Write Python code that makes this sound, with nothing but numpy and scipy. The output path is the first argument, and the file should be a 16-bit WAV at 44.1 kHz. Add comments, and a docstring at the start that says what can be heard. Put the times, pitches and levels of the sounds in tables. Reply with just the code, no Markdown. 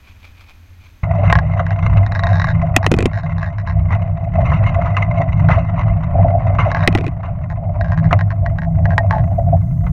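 """Riding a hand-pumped rail velocipede

Thin wheel swishes pass over a low outdoor drone; after about one second we hear the ride from the frame.
Noise-driven modes make the frame rumble and the iron wheels ring, and random fractures make grit and stones.
Struck modes make the slack drive gear tick and, twice, the pump handle knock and clatter on the camera.
The gear rings on briefly near the end; faint electronic hiss and whine run throughout."""
import sys
import numpy as np
from scipy import signal
from scipy.fft import rfft, irfft
from scipy.io import wavfile
from scipy.ndimage import uniform_filter1d, map_coordinates

SR = 44100
rng = np.random.default_rng(int(sys.argv[2]) if len(sys.argv) > 2 else 0)


def dump(signal):
    """Clip the signal to [-1, 1] and save it as 16-bit WAV at the path in sys.argv[1]."""
    limited = np.clip(np.atleast_2d(signal).T, -1, 1)
    pcm = np.round(limited * 32767).astype(np.int16)
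    wavfile.write(sys.argv[1], SR, pcm)


N = 437472
TIME = np.arange(N) / SR

# Table levels are in dB; most layers add a trim of their own.
# wheel swishes heard from the trackside: (time [s], level [dB])
SWISHES = [(.09, -59), (.25, -56), (0.401, -55.5), (.5, -58), (.85, -59)]
# tone of the swishes: (frequency [Hz], density [dB per Hz])
SWISH_SPECTRUM = [(200, -14), (1100, 4), (1900, -5), (2450, 14), (2750, -2), (3200, 1), (4100, -3),
                  (9000, -24.5)]
# tone of the outdoor drone: (frequency [Hz], density [dB per Hz])
DRONE_SPECTRUM = [(60, -4.5), (88, 9), (125, -18.5), (280, -20), (400, -30.5), (2000, -29), (7000, -44),
                  (15500, -94)]
# faint electronic whine: (time [s], level [dB])
WHINE_LEVEL = [(1, -69.5), (1.1, -78.5), (7, -84.5), (9.9, -66.5)]
# rail roughness along the way: (time [s], frame rumble [dB], wheel ring [dB], grit [dB])
ROUGHNESS = [(1.04, -18.5, -36.5, -37), (1.2, -11, -28.5, -35.5), (1.53, -14.5, -36.5, -41),
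             (2.32, -12.5, -33, -38), (3.64, -20.5, -43.5, -45.5), (3.79, -12.5, -38, -44),
             (4.29, -18.5, -37.5, -45.5), (4.48, -14.5, -30, -33.5), (5.56, -13, -32.5, -40),
             (5.84, -16, -35.5, -39.5), (6.35, -13, -32, -40.5), (6.78, -14.5, -26.5, -32.5),
             (7.21, -21.5, -43, -48.5), (7.72, -16.5, -36.5, -50), (8.0, -13.5, -36, -44.5),
             (8.7, -15.5, -36.5, -51.5), (9.11, -12, -31, -46.5), (9.8, -13.5, -47, -57)]
# travel of the wheel, two to three turns a second: (time [s], turns [count])
WHEEL_TURNS = [(.95, -1), (4, 8), (4.45, 9), (6.9, 16), (7.8, 18), (10.22, 25)]
# sand on the rail: (time [s], peak level above the grit [dB])
SAND_PATCHES = [(3.929, 17), (5.788, 9), (9.881, 9.5)]
# modes of the springy frame: (frequency [Hz], level [dB], t60 [s])
FRAME_MODES = [(66.3, -22, 0.75), (99.76, -1, 0.3), (160.2, -4.5, 0.33)]
# tone of the loose shaking under the rumble: (frequency [Hz], density [dB per Hz])
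SHAKE_SPECTRUM = [(12, -21.5), (26, -0.5), (120, 6), (180, 0), (210, -17), (280, -20.5), (400, -35.5),
                  (900, -77)]
# rough spots on the rail set a wheel ringing: (time [s], level [dB])
ROUGH_SPOTS = [(4.376, -15), (5.193, -16.5), (5.485, -17.5), (6.139, -15), (6.181, -12), (6.243, -10),
               (6.296, -16.5), (6.336, -13), (6.654, -15), (8.121, -13.5), (9.314, -21.5), (9.379, -17),
               (9.52, -13.5)]
# modes of the iron tyre: (frequency [Hz], level [dB], t60 [s])
TYRE_MODES = [(605.3, -14.5, 0.23), (676.3, 2, 0.066)]
# hum of the spokes: (frequency [Hz], level [dB], t60 [s])
SPOKE_MODES = [(264, -15, 0.081)]
# a wheel crushes a small stone: (time [s], level [dB], decay time constant [s])
CRUSHED_STONES = [(1.234, -20, 0.088), (1.299, -3.5, 0.007), (1.594, -8.5, 0.01), (1.788, -16, 0.0071),
                  (1.825, -16, 0.016), (1.864, -14, 0.0063), (1.97, -14.5, 0.014), (4.453, -15, 0.017),
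                  (4.518, -13, 0.028), (4.663, -16, 0.018), (4.86, -15.5, 0.022), (4.967, -6, 0.012),
                  (5.021, -17.5, 0.0089), (5.487, -3.5, 0.0078), (5.503, -7.5, 0.038), (6.586, -7.5, 0.036),
                  (7.231, -23.5, 0.043), (8.109, -9, 0.018), (8.128, 2.5, 0.0043), (9.866, -17.5, 0.0082)]
# how the wheel colours the grit: (frequency [Hz], density [dB per Hz])
WHEEL_SPECTRUM = [(300, -30.5), (520, -6), (930, -4), (1030, 3.5), (1300, 0.5), (1550, -8), (2100, -11.5),
                  (2750, -19.5), (3300, -31.5), (6800, -49.5), (9000, -72)]
# the flange rubs the rail head: (time [s], level relative to the grit [dB])
FLANGE_LEVEL = [(1, -3.5), (3.7, -5), (4.4, -3.5), (5.6, -2.5), (6, -9.5), (6.9, -7.5), (7.3, -10.5)]
# tone of the flange rub: (frequency [Hz], density [dB per Hz])
RUB_SPECTRUM = [(1700, -22), (2080, 9.5), (2300, -14), (2750, -1.5), (3250, -29.5), (3780, -19),
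                (5200, -45.5), (5850, -25.5), (9000, -61)]
# slack gear teeth strike: (time [s], level [dB])
TOOTH_TICKS = [(1.326, 0), (1.354, -6.5), (1.388, -10.5), (1.666, -17), (1.707, -17.5), (2.064, -17.5),
               (2.121, -15.5), (2.151, -17.5), (2.159, -21), (2.193, -13.5), (2.236, -12), (2.269, -13),
               (2.291, -21), (2.308, -25), (2.331, -18.5), (2.357, -18.5), (2.398, -12), (2.418, -13),
               (2.443, -12), (2.471, -18), (2.488, -18), (2.504, -21.5), (2.829, -18.5), (2.844, -15.5),
               (3.1333, -21.5), (3.158, -28), (3.175, -22), (3.186, -25), (3.234, -29.5), (3.382, -24),
               (3.4177, -27), (3.430, -21.5), (3.463, -26), (3.584, -23.5), (3.674, -22.5), (3.698, -22.5),
               (6.716, -12), (6.748, -13), (6.769, -18), (6.793, -23), (6.806, -18), (6.836, -17),
               (6.849, -19), (7.501, -26), (7.811, -17.5), (7.845, -23.5), (7.8837, -30), (7.92, -19.5),
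               (7.976, -19), (8.043, -24), (8.191, -16), (8.21, -16), (8.305, -19), (8.462, -15),
               (8.586, -17.5), (8.619, -21.5), (8.855, -15), (8.906, -18.5), (8.980, -3.5), (9.109, -8.5),
               (9.126, -18), (9.152, -23.5), (9.183, -24)]
# how sharply the teeth meet: (time [s], boost of gear modes above 3 kHz [dB])
TOOTH_BITE = [(1.3, -5), (2.2, 11), (7.9, 3.5), (9, -6)]
# nominal modes of the iron gear: (frequency [Hz], level [dB], t60 [s])
GEAR_MODES = [(877, 2, 0.032), (1070, 4.5, 0.028), (1652, 2.5, 0.031), (1876, -3.5, 0.053),
              (3816, -16, 0.016), (4060, -22.5, 0.005), (5070, -25, 0.0082), (5440, -31, 0.0073),
              (6600, -27, 0.011)]
# bright snap of gear and handle: (frequency [Hz], density [dB per Hz])
SNAP_SPECTRUM = [(1500, 14), (3500, 2.5), (5500, -4.5), (7000, 0), (8500, -7), (16000, -36)]
# handle knocks and clatters on the camera: (time [s], clack level [dB], thud level [dB])
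HANDLE_KNOCKS = [(2.764, 8, -5.5), (2.8644, 1.5, -6), (2.9159, -3, 1), (2.940, -10, -6), (2.966, -27, -18),
                 (2.988, -8.5, -5), (3.006, -15, -12), (3.026, -12.5, -9), (3.0568, -4, -2.5),
                 (6.876, 8.5, 0.5), (6.927, -18, -24), (6.951, -2.5, -4.5), (6.9762, -14, -20),
                 (6.9852, -13, -13), (7.010, -19, -17), (7.043, -21, -19), (7.066, -17.5, -16.5),
                 (7.08, -18.5, -16)]
# how squarely the handle lands, sharp first and glancing later: (time [s], snap over clack [dB])
KNOCK_SHARPNESS = [(3, 11.5), (7, -30.5)]
# nominal modes of the plastic case: (frequency [Hz], level [dB], t60 [s])
CASE_MODES = [(777, 6.5, 0.018), (1450, -0.5, 0.008), (2020, 6.5, 0.0096), (2450, 9.5, 0.012),
              (2850, -7.5, 0.0068), (3640, -15.5, 0.011), (5200, -14.5, 0.0055)]
# tone of the mount's thud: (frequency [Hz], density [dB per Hz])
THUD_SPECTRUM = [(30, 4.5), (90, -4), (180, 1), (350, -2), (520, -6.5), (900, -13.5), (2500, -58.5)]
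# the gear rings on once: (start [s], length [s], level [dB])
GEAR_RING_ON = (9.11, 0.1, -20.5)

ABOARD_S = 1.031  # start of the change from trackside to frame
WHINE_HZ = 12617
# the wheel is out of round: each layer swells and sinks by this much once a turn
RUMBLE_SWELL_DB, RING_SWELL_DB, GRIT_SWELL_DB = 1.2, 1.5, 1.5
SAND_S = 0.03  # half-width of a sand patch's bell curve
BUMP_RISE_S = 0.011
CRUNCH_PER_S, CRUNCH_RISE_S, BED_DB = 42, .0032, -4
CLICK_DB, CLICK_LO_HZ, CLICK_HI_HZ = 28, 1360, 1840
# resting pitch, nominal starting rise in pitch, and decay time constant of the thud
THUD_END_HZ, THUD_SAG_HZ, THUD_S = 160.5, 403, 0.00934
EDGE_HZ = 16000  # upper band limit


def amp(db):
    """Decibels to gain."""
    return 10 ** (np.asarray(db) / 20)


def evened(x):
    """Scales to an rms of 1."""
    return x / np.sqrt(np.mean(x ** 2) + 1e-20)


def gains(rows):
    """One gain curve for each dB column of a table."""
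    s, *columns = np.transpose(rows)
    return [amp(np.interp(TIME, s, c)) for c in columns]


def add(mix, s, sound):
    """Mixes a sound in at time s."""
    part = mix[max(round(s * SR), 0):][:len(sound)]
    part += sound[:len(part)]


def coloured(x, points):
    """Causal minimum-phase filter with the given spectrum and unit energy."""
    hz, db = np.transpose(points)
    bins_hz = abs(np.fft.fftfreq(8192, 1 / SR)) + 1
    log_gain = np.log(amp(np.interp(np.log(bins_hz), np.log(hz), db)))
    response = np.fft.ifft(np.exp(np.conj(signal.hilbert(log_gain)))).real[:4096]
    return signal.oaconvolve(x, response / np.linalg.norm(response))[:len(x)]


def noise():
    """White noise for the whole duration."""
    return rng.standard_normal(N)


def drift(hz):
    """Random wander of rms 1, mostly slower than hz."""
    rolloff = 1 + (np.fft.rfftfreq(N, 1 / SR) / hz) ** 4
    return evened(irfft(rfft(noise()) / rolloff, N))


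def steadied(x, span_s):
    """Evens out level changes slower than span_s."""
    return x / np.sqrt(abs(uniform_filter1d(x ** 2, int(span_s * SR))) + 1e-12)


def band(x, lo_hz, hi_hz, order=3):
    """Causal band-pass."""
    edges = [lo_hz, min(hi_hz, SR / 2.1)]
    return signal.sosfilt(signal.butter(order, edges, "band", fs=SR, output="sos"), x)


def struck(modes, scatter_db=0):
    """Ring of a body after one blow; scatter lets each striking point favour other modes."""
    hz, db, t60 = np.transpose(modes)[:, :, None]
    t = TIME[:SR // 4]
    size = amp(db + scatter_db * rng.standard_normal(hz.shape))
    return (size * np.exp(-np.log(1000) * t / t60) * np.sin(2 * np.pi * hz * t)).sum(0)


def driven(force, modes):
    """A body's answer to a running force."""
    ring = struck(modes)
    return signal.oaconvolve(force, ring / np.linalg.norm(ring))[:N]


def grains(per_s, spread_db):
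    """Random tiny fractures, a few much larger than the rest."""
    size = amp(spread_db * np.minimum(rng.exponential(1, N), 4))
    return evened(size * noise() * (rng.random(N) < per_s / SR))


def burst(decay_s):
    """A dying puff of noise of unit energy."""
    t = TIME[:SR // 4]
    puff = rng.standard_normal(len(t)) * np.exp(-t / decay_s)
    return puff / np.linalg.norm(puff)


def surge(rise_s):
    """An envelope that reaches 1 after rise_s and dies away a little more slowly."""
    u = TIME[:SR // 4] / rise_s
    return u * np.exp(1 - u)


def trackside():
    """Thin swishes of grainy wheel noise over a low outdoor drone."""
    swishes = sum(amp(db + 7.0) * np.exp(-((TIME - s) / 0.033) ** 2) for s, db in SWISHES)
    level = amp(-62.5) + swishes
    wheels = level * evened(coloured(grains(3000, 1.9), SWISH_SPECTRUM)) * amp(2 * drift(25))
    drone = amp(-42.5) * steadied(coloured(noise(), DRONE_SPECTRUM), 0.92)
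    return wheels + drone


def electronics():
    """The camera's faint hiss and whine, with a fuzzy line an octave below."""
    phase = 2 * np.pi * WHINE_HZ * TIME
    fuzzy_line = drift(60) * np.sin(phase / 2)
    hiss = amp(2.0) * noise()
    return gains(WHINE_LEVEL)[0] * (np.sin(phase) + fuzzy_line + hiss)


def rolling():
    """Levels of rumble, ring and grit: rail roughness, a swell with each wheel turn, and patches of sand."""
    shake, ring, crunch = gains(ROUGHNESS)
    swell = np.cos(2 * np.pi * np.interp(TIME, *np.transpose(WHEEL_TURNS)))
    sand_db = sum(db * np.exp(-((TIME - s) / SAND_S) ** 2) for s, db in SAND_PATCHES)
    shake = shake * amp(1.5 + RUMBLE_SWELL_DB * swell)
    ring = ring * amp(3.5 + RING_SWELL_DB * swell)
    crunch = crunch * amp(0.5 + GRIT_SWELL_DB * swell + sand_db)
    return shake, ring, crunch


def rumble(level):
    """Uneven rail shakes the springy frame."""
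    frame = evened(band(driven(noise(), FRAME_MODES), 45, 155.7, order=4))
    shake = evened(coloured(noise(), SHAKE_SPECTRUM))
    body = steadied(frame + amp(-5.0) * shake, 0.15)
    return level * body * amp(-1 + 1.6 * drift(3.4))


def wheel_ring(level):
    """Rail roughness keeps the tyre singing and the spokes humming; rough spots make both surge."""
    bumps = np.zeros(N)
    for s, db in ROUGH_SPOTS:
        add(bumps, s, amp(db) * surge(BUMP_RISE_S))
    singing = level * amp(1.0) * steadied(driven(noise(), TYRE_MODES), 0.43) * amp(4.06 * drift(26))
    surging = bumps * steadied(driven(noise(), TYRE_MODES), 0.13)
    spoke_level = (level + amp(-4.5) * bumps) * amp(SPOKE_MODES[0][1])
    spokes = spoke_level * driven(noise(), SPOKE_MODES)
    return band(singing + surging, 559, 880, order=2) + spokes


def stones():
    """Crushed stones release dense showers of fractures that die away."""
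    envelope = np.zeros(N)
    for s, db, decay_s in CRUSHED_STONES:
        add(envelope, s, amp(db - 6.5) * np.exp(-TIME[:SR // 4] / decay_s))
    return envelope * steadied(grains(3000, 0.74), 0.00071)


def flange(force):
    """The flange turns the crushing force into a rough ring on the rail head."""
    rub = force * gains(FLANGE_LEVEL)[0] * amp(-4.0 + 3.82 * drift(35))
    ring = coloured(rub, RUB_SPECTRUM)
    # a wandering delay makes the pitch waver as the contact shifts
    return map_coordinates(ring, [(TIME + .0005 * drift(8)) * SR])


def grit(level):
    """Rust grinds dully under iron treads, sand cracks in short bright crunches, stones burst, the flange rubs."""
    # each contact patch crushes its own clumps and colours them in its own way
    clumps = np.zeros(N)
    for _ in range(3):
        fractures = grains(1600, 1.9) * amp(1.7 * drift(18.0))
        clumps += signal.oaconvolve(fractures, burst(0.0012))[:N]
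    starts = rng.uniform(0.43, 1, N) * (rng.random(N) < CRUNCH_PER_S / SR)
    crunches = signal.oaconvolve(starts, surge(CRUNCH_RISE_S))[:N]
    bed = amp(BED_DB) * band(evened(clumps), 440, 2200, order=1)
    bright = steadied(clumps * (.16 + crunches), 0.2)
    force = amp(2) * level * (bed + bright) + stones()
    return coloured(force, WHEEL_SPECTRUM) + flange(force)


def gear():
    """Each tooth clicks dryly and rings the iron gear; soft blows chatter, hard ones snap most."""
    clicks, rings, snaps = np.zeros((3, N))
    for s, db in TOOTH_TICKS:
        bite_db = np.interp(s, *np.transpose(TOOTH_BITE))
        stiffness = rng.uniform(.98, 1.02)
        modes = [(hz * stiffness, d + bite_db * (hz > 3000), t60) for hz, d, t60 in GEAR_MODES]
        ring = struck(modes, scatter_db=3.0)
        rough_ring = signal.fftconvolve(ring, burst(0.0053))[:len(ring)]
        ring = amp(-10.0) * (ring + amp(-2) * rough_ring)
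        blows = [(s, 1)]
        gap_s, kept = rng.uniform(.009, .015), rng.uniform(.5, .8)
        if db < -17.5:  # two weakening rebounds
            blows += [(s + k * gap_s, kept ** k) for k in (1, 2)]
        for at, share in blows:
            add(clicks, at, [share * amp(db + CLICK_DB)])
            add(rings, at, share * amp(db) * ring)
        add(snaps, s, amp(1.45 * db - 3.0) * burst(0.001))
    clicks = band(clicks, CLICK_LO_HZ, CLICK_HI_HZ)
    return clicks + band(rings, 500, 6200, order=7) + coloured(snaps, SNAP_SPECTRUM)


def handle():
    """The handle chatters on the camera: a snap, the clack of its plastic case, a sinking thud of its mount."""
    clacks, thuds, snaps = np.zeros((3, N))
    t = TIME[:SR // 4]
    fade = np.exp(-t / THUD_S)
    for s, clack_db, thud_db in HANDLE_KNOCKS:
        rebounds = rng.standard_normal(len(t)) * (rng.random(len(t)) < 500 / SR)
        contact = amp(-11.5) * rebounds * np.exp(-t / 0.0047)
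        contact[0] = 1  # the blow itself, followed by small rebounds
        # the thud sinks in pitch as it dies away
        pitch_hz = THUD_END_HZ + THUD_SAG_HZ * rng.uniform(.5, 1.4) * fade
        sag = fade * np.sin(2 * np.pi * np.cumsum(pitch_hz) / SR)
        thud = .5 * contact + amp(-19) * sag / np.linalg.norm(sag)
        modes = [(hz * rng.uniform(.95, 1.05), db, t60) for hz, db, t60 in CASE_MODES]
        case = struck(modes, scatter_db=1.5)
        clack = signal.fftconvolve(case, contact + amp(-1.5) * burst(0.0032))
        snap_db = clack_db + np.interp(s, *np.transpose(KNOCK_SHARPNESS))
        add(clacks, s, amp(clack_db - 15.5) * clack)
        add(thuds, s, amp(thud_db + 22.5) * thud)
        add(snaps, s, amp(snap_db) * signal.fftconvolve(burst(0.0017), contact))
    clacks = band(clacks, 350, 8000, order=2)
    return clacks + coloured(thuds, THUD_SPECTRUM) + coloured(snaps, SNAP_SPECTRUM)


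def ring_on():
    """A rough ring of the iron gear, wavering in pitch and level."""
    s, length_s, db = GEAR_RING_ON
    swell = np.sin(np.pi * np.clip((TIME - s) / length_s, 0, 1)) * amp(5.3 * drift(70))
    pitch_hz = 860 + 25 * drift(64)
    return amp(db) * swell * np.sin(2 * np.pi * np.cumsum(pitch_hz) / SR)


def scene():
    """The trackside view, then the ride, with the electronics throughout."""
    shake, ring, crunch = rolling()
    aboard = np.clip((TIME - ABOARD_S) / .004, 0, 1)  # 4 ms crossfade
    closing = np.clip((TIME[-1] - TIME) / .008, 0, 1)  # 8 ms fade-out
    ride = rumble(shake) + wheel_ring(ring) + grit(crunch) + gear() + handle() + ring_on()
    return ((1 - aboard) * trackside() + aboard * closing * ride + electronics())[None]


def record(dry):
    """The hardest knocks softly overload the microphone; then the band limit."""
    clipped = .96 * dry / (1 + dry ** 8) ** (1 / 8)
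    low_pass = signal.firwin(255, EDGE_HZ, window=("kaiser", 8), fs=SR)
    return signal.oaconvolve(clipped, low_pass[None], "same")


dry = scene()
out = record(dry)
dump(out)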